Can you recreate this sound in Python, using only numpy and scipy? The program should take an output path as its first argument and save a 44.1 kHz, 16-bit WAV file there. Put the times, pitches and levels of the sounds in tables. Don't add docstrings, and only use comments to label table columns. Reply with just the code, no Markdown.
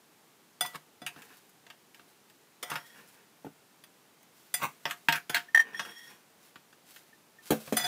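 import sys
import numpy as np
from scipy import signal
from scipy.fft import rfft, irfft
from scipy.io import wavfile
from scipy.ndimage import uniform_filter1d

SR = 44100
rng = np.random.default_rng(int(sys.argv[2]) if len(sys.argv) > 2 else 0)


def dump(signal):
    limited = np.clip(np.atleast_2d(signal).T, -1, 1)
    pcm = np.round(limited * 32767).astype(np.int16)
    wavfile.write(sys.argv[1], SR, pcm)


N = 347059
TIME = np.arange(N) / SR
AGE = TIME[:SR // 2]
TOP_HZ = 15550

BAND_EDGES = [30, 500, 1400, 5500, 17000]
CLANG_BANDS = [-11, -4.5, 0, -1]
CLACK_BANDS = [-19, -4, 2, -11]
TAP_BANDS = [-10, -2.5, 1.5, -13.5]
THUMP_BANDS = [2, -2, -10.5, -10]
# t/s, level/dB, hardness/dB per band, ring/dB
CLANGS = [(0.607, -25, -0.5, -12), (0.658, -39.5, 1, -12), (1.016, -42, -8, -11),
          (2.626, -35.5, -0.5, -22.5), (2.699, -39.5, 1.5, -21), (4.539, -26, 6, -17),
          (5.294, -32.5, -2.5, -25), (7.767, -25, 6, -17)]
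# t/s, level/dB, hardness/dB per band
CLACKS = [(0.746, -44.5, -11), (1.063, -34, 6), (2.714, -33.5, -8.5), (2.755, -34, 0), (4.619, -34.5, -9),
          (4.853, -28.5, -4.5), (4.908, -34, 5), (5.084, -18.5, -4), (5.123, -26, 3.5), (5.156, -37, 9.5),
          (5.344, -24, 3.5), (5.366, -32.5, 1), (5.793, -31, -1.5), (5.849, -44, 2)]
TAPS = [(1.16, -48.5, -9.5), (1.218, -51.5, 10), (1.492, -63, 24), (1.664, -54, -0.5), (1.7, -48, 2.5),
        (1.944, -54, 6), (1.993, -54, -4), (2.297, -60, 13), (3.837, -53, 12), (4.228, -63, 19),
        (6.556, -48.5, -2), (6.726, -58.5, 2), (6.96, -51, 9), (7.674, -43.5, -8.5)]
THUMPS = [(3.445, -39.5, -4), (3.465, -41, -6), (7.504, -20, 0.5), (7.519, -22.5, -2.5),
          (7.723, -23.5, -1.5)]
# t/s near the peak, level/dB, dying time/s, f/Hz of the hollow under the blade
SLIDES = [(0.653, -37.5, 0.0065, 910), (0.754, -38, 0.01, 1110), (2.736, -38.5, 0.032, 930),
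          (4.639, -29, 0.019, 980), (4.902, -39, 0.018, 1290), (5.15, -29.5, 0.016, 1550),
          (5.366, -32, 0.019, 1700)]
# t/s near the peak, level/dB, dying time/s
SCRAPES = [(1.19, -53.5, .035), (1.31, -56, .045), (2.98, -52, .042), (3.17, -63, .09), (5.72, -49, .07),
           (5.88, -50.5, .035), (6.11, -56, .04)]
SQUEALS = [(5.487, -50, 0.013), (5.5485, -9.5, 0.0044), (5.559, -17.5, 0.0084), (5.575, -15, 0.0065),
           (5.596, -16, 0.012), (5.747, -35, 0.011), (7.131, -56.5, 0.011), (7.388, -54, .012)]
SKIDS = [(7.772, -29.5, 0.05), (7.843, -33, 0.079)]
# t/s, length/s, level/dB
RUSTLES = [(1.1, 0.29, -60.5), (1.93, .17, -67), (2.66, 0.49, -59.5), (4.31, 0.9, -64.5), (5.75, .38, -60),
           (6.39, 0.078, -60.5), (6.85, 0.13, -55), (7.42, 0.59, -51.5)]
# t/s, relative level/dB
SINGING_CURVES = [
    [(2.8, -58), (2.818, -73), (2.9, -67), (2.932, -72), (2.96, -70), (2.98, -72), (3.06, -82)],
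    [(5.73, -68), (5.75, -52), (5.8, -50.5), (5.82, -53), (5.842, -57.5), (6.074, -59), (6.18, -80)],
]
# f/Hz, level/dB, t60/s (time to fade by 60 dB)
WALL_MODES = [(147.5, -16, 0.9), (723.7, 7, 0.33), (907, -10.5, 0.59), (1965, 1, 0.52), (3454, 11.5, 0.11),
              (4930, 6.5, 0.11), (6060, -2, 0.12), (7260, -3, 0.14), (8497, -8, 0.061), (9120, 12, 0.084),
              (9738, 9, 0.064), (10660, -32, 0.14), (11400, -34, .12), (13312, 6, 0.074), (14270, -14, .18),
              (14640, 8, 0.085)]
BOTTOM_MODES = [(152, -13, .3), (285, -16, .15), (706, -3, .33), (918, 3, .14), (1238, -6, .09),
                (1575, -1, .1), (1650, -3, .11), (1800, -3, .09), (2560, -1, .08), (2740, 0, .09),
                (2934, -5, .08), (3305, -3, .09), (3650, -6, .07)]
WORKTOP_MODES = [(155.3, -11, 0.18), (220, -11, 0.3), (282.4, -4.5, 0.1), (431, -1.5, 0.046),
                 (505, -8.5, 0.089), (730, -11, 0.059), (875.4, 19, 0.041), (908, 0, 0.047),
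                 (3270, 2, 0.17)]
# f/Hz, width/Hz (10 at least is used), level/dB
SQUEAL_PEAKS = [(950, 72, -4.5), (1664, 40, -3), (1770, 6.7, 9), (2020, 25.4, -1.5), (2253, 60, -19.5),
                (3160, 35.6, 1.5), (5712, 65, -2.5), (5956, 60, -28), (7400, 150, -25.5), (9070, 150, -10),
                (13540, 200, -20)]
BLADE_PEAKS = [(1865, 37, 4), (3290, 59, -0.5), (5550, 36, -2), (6800, 90, -22), (8800, 290, -10),
               (10200, 55, -17), (12100, 80, -21)]
# f/Hz, level/dB
AIR_COLOUR = [(15, -74), (25, -35), (161, -7.5), (427, -8.5), (463, -9), (503, -12.5), (863, -11.5),
              (1040, -13.5), (4870, -20.5), (14800, -24), (16000, -26.5)]
CONTACT_COLOUR = [(40, -34.5), (90, -10), (160, -3.5), (400, -5), (900, 8.5), (1800, 4.5), (3200, 0),
                  (4300, -5), (7500, -5), (10000, -5.5), (15500, -4)]
SLIDE_COLOUR = [(60, -21.5), (150, 6), (400, -5), (1000, -4.5), (2200, 0), (5000, -13.5), (15500, -10)]
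RUSTLE_COLOUR = [(300, -15), (1500, 0), (4000, -2), (8000, -3.5), (12000, -2.5), (15000, -3)]
SCRAPE_COLOUR = [(35, -30), (60, -13), (222, 2.5), (785, 1.5), (903, 0.5), (1780, 1), (4640, -16.5),
                 (14900, -35), (16000, -5)]


def amp(db):
    return 10 ** (np.asarray(db) / 20)


def unit(x):
    return x / np.sqrt(np.mean(x ** 2))


def fade(t60):
    return np.exp(-np.log(1000) * AGE / t60)


def wander(size):
    return unit(uniform_filter1d(uniform_filter1d(rng.standard_normal(N), size), size))


def colour(x, points):
    hz, db = np.transpose(points)
    size = 4096
    grid_hz = np.maximum(np.arange(size // 2 + 1) * SR / size, 1)
    gains = amp(np.interp(np.log(grid_hz), np.log(hz), db))
    cepstrum = irfft(np.log(gains))
    cepstrum[1:size // 2] *= 2
    cepstrum[size // 2 + 1:] = 0
    return signal.fftconvolve(x, irfft(np.exp(rfft(cepstrum))))[:len(x)]


def grains(per_s, spread_db):
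    clicks = (rng.random(N) < per_s / SR) * rng.standard_normal(N)
    return unit(clicks * amp(spread_db * np.minimum(rng.exponential(size=N), 4)))


def resonate(x, peaks):
    out = 0
    for hz, width_hz, db in peaks:
        b, a = signal.iirpeak(hz, hz / max(width_hz, 10), fs=SR)
        out += amp(db) * unit(signal.lfilter(b, a, x))
    return unit(out)


def swells(rows, rise_share):
    power = 0
    for t, db, dying_s in rows:
        age = (TIME - t) / dying_s
        power += amp(db) ** 2 * 2 * np.exp(-np.logaddexp(-2 * age / rise_share, 2 * age))
    return np.sqrt(power)


def gap(x):
    echoes = rng.standard_normal(SR // 150) * fade(.009)[:SR // 150]
    echoes = .8 * echoes / np.linalg.norm(echoes)
    echoes[0] += .6
    return signal.oaconvolve(x, echoes)[:len(x)]


def room(x, t60, wet_db):
    tail = rng.standard_normal(len(AGE)) * fade(t60) * (1 - np.exp(-AGE / 0.018))
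    return x + amp(wet_db) * signal.fftconvolve(x, tail / np.linalg.norm(tail))[:len(x)]


def kitchen_air(level_db=-62.5):
    return amp(level_db) * unit(colour(rng.standard_normal(N), AIR_COLOUR))


def strong_modes(modes):
    hz, db, t60 = np.transpose(modes)[:, :, None]
    choke = np.exp(-(AGE / .15) ** 2)
    return amp(db) * np.exp(2j * np.pi * hz * AGE) * fade(t60) * choke


def weak_modes(t60, count=110):
    hz = TOP_HZ * ((np.arange(count) + 1 + rng.random(count)) / (count + 1)) ** 1.4
    gains = np.sqrt(2 * np.gradient(hz) / TOP_HZ)
    age = AGE[:SR // 5]
    return gains[:, None] * np.exp(2j * np.pi * hz[:, None] * age) * fade(t60)[:len(age)]


def strike(tones, scatter_db):
    gains = amp(scatter_db * rng.standard_normal(len(tones)))
    phases = np.exp(2j * np.pi * rng.random(len(tones)))
    ring = ((gains * phases) @ tones).imag
    return np.pad(ring, (0, len(AGE) - tones.shape[1]))


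def blows(rows, bands_db, modes, ring_db, crack_db, crack_t60, hollow_t60, tail_db, tail_t60, rise_s):
    out = np.zeros(N + SR)
    strong, weak = strong_modes(modes), weak_modes(hollow_t60)
    filters = [signal.butter(3, edges, "bandpass", fs=SR, output="sos")
               for edges in zip(BAND_EDGES, BAND_EDGES[1:])]
    crack_and_tail = amp(crack_db) * fade(crack_t60) + amp(tail_db) * fade(tail_t60)
    for (t, level_db, hardness_db), ring_gain in zip(rows, np.broadcast_to(amp(ring_db), len(rows))):
        noise = rng.standard_normal(len(AGE)) * crack_and_tail
        clatter = colour(gap(noise + strike(weak, scatter_db=3)), CONTACT_COLOUR)
        ring = ring_gain * strike(strong, scatter_db=2)
        sound = (clatter + ring) * (1 - np.exp(-AGE / rise_s))
        start = int(t * SR) + SR // 1000
        shares = amp(np.array(bands_db) + hardness_db * np.arange(len(filters)))
        for sos, share in zip(filters, shares / np.linalg.norm(shares)):
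            band = signal.sosfilt(sos, sound)
            opening_rms = np.sqrt(np.mean(band[:SR // 60] ** 2))
            out[start:start + len(AGE)] += amp(level_db) * share * band / opening_rms
    return out[:N]


def clangs():
    rows = np.array(CLANGS)
    return blows(rows[:, :-1], CLANG_BANDS, WALL_MODES, ring_db=rows[:, -1], crack_db=-12,
                 crack_t60=0.01, hollow_t60=0.065, tail_db=-13.5, tail_t60=0.43, rise_s=0.00097)


def slides(hollow_db=3, width_hz=230):
    slips = grains(per_s=4500, spread_db=-1.5)
    rub = unit(colour(slips, SLIDE_COLOUR))
    out = 0
    for *push, hz in SLIDES:
        hollow = amp(hollow_db) * resonate(slips, [(hz, width_hz, 0)])
        out += unit(gap(rub + hollow)) * swells([push], rise_share=.75)
    return room(out, t60=.18, wet_db=-18.5)


def clacks():
    return blows(CLACKS, CLACK_BANDS, BOTTOM_MODES, ring_db=-8, crack_db=6,
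                 crack_t60=.014, hollow_t60=0.11, tail_db=-13.5, tail_t60=0.26, rise_s=.0002)


def rustle(attack_s=0.028, release_s=0.055):
    crackle = room(grains(per_s=6300, spread_db=7.5), t60=0.057, wet_db=4)
    movement = 0
    for t, length_s, db in RUSTLES:
        rise = 1 - np.exp(-np.maximum(TIME - t, 0) / attack_s)
        fall = np.exp(-np.maximum(TIME - t - length_s, 0) / release_s)
        movement += amp(db) * rise * fall
    return unit(colour(crackle, RUSTLE_COLOUR)) * movement


def taps():
    return blows(TAPS, TAP_BANDS, BOTTOM_MODES, ring_db=-15, crack_db=-23,
                 crack_t60=0.006, hollow_t60=0.059, tail_db=-19, tail_t60=0.4, rise_s=0.00011)


def scrapes(falter_db=2, singing_db=4):
    pressure = amp(falter_db * wander(size=600))
    slips = grains(per_s=3400, spread_db=-4)
    rubbing = unit(gap(colour(slips, SCRAPE_COLOUR))) * swells(SCRAPES, rise_share=.9)
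    drag = sum(amp(singing_db + np.interp(TIME, *np.transpose(curve), left=-np.inf, right=-np.inf))
               for curve in SINGING_CURVES)
    singing = resonate(grains(per_s=4000, spread_db=-0.5), BLADE_PEAKS) * drag
    return room(pressure * (rubbing + singing), t60=0.13, wet_db=-3.5)


def thumps():
    return blows(THUMPS, THUMP_BANDS, WORKTOP_MODES, ring_db=-6.5, crack_db=4.5,
                 crack_t60=0.065, hollow_t60=0.14, tail_db=-12, tail_t60=0.39, rise_s=0.00043)


def squeal(hz=1812, waver=0.01):
    pitch_hz = hz * (1 + waver * wander(size=150))
    tone = np.sqrt(2) * np.sin(2 * np.pi * np.cumsum(pitch_hz) / SR)
    slips = grains(per_s=5000, spread_db=1.5)
    ring = amp(-13) * resonate(slips, SQUEAL_PEAKS)
    rasp = amp(-21) * unit(colour(slips, CONTACT_COLOUR))
    return room((tone + ring + rasp) * swells(SQUEALS, rise_share=.15), t60=.2, wet_db=-23)


def skid(shimmer=0.54, chatter_hz=4800):
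    wall = 0
    for hz, db, t60 in WALL_MODES:
        nearness = np.exp(-(np.log(hz / chatter_hz) / .35) ** 2)
        build_up = t60 * (1 + 3 * nearness)
        flicker = 1 + shimmer * wander(size=500)
        wall += amp(db) * build_up * flicker * np.sin(2 * np.pi * (hz * TIME + rng.random()))
    grit = amp(-5) * unit(gap(colour(grains(per_s=6000, spread_db=1), CONTACT_COLOUR)))
    return (unit(wall) + grit) * swells(SKIDS, rise_share=.07)


def scene():
    knocks = clangs() + clacks() + taps() + thumps()
    return (knocks + slides() + skid() + squeal() + scrapes() + rustle() + kitchen_air())[None]


def record(dry, low_hz=95):
    thin = signal.sosfilt(signal.butter(2, low_hz, "highpass", fs=SR, output="sos"), dry)
    return signal.sosfilt(signal.ellip(10, .2, 70, TOP_HZ, fs=SR, output="sos"), thin)


dry = scene()
out = record(dry)
dump(out)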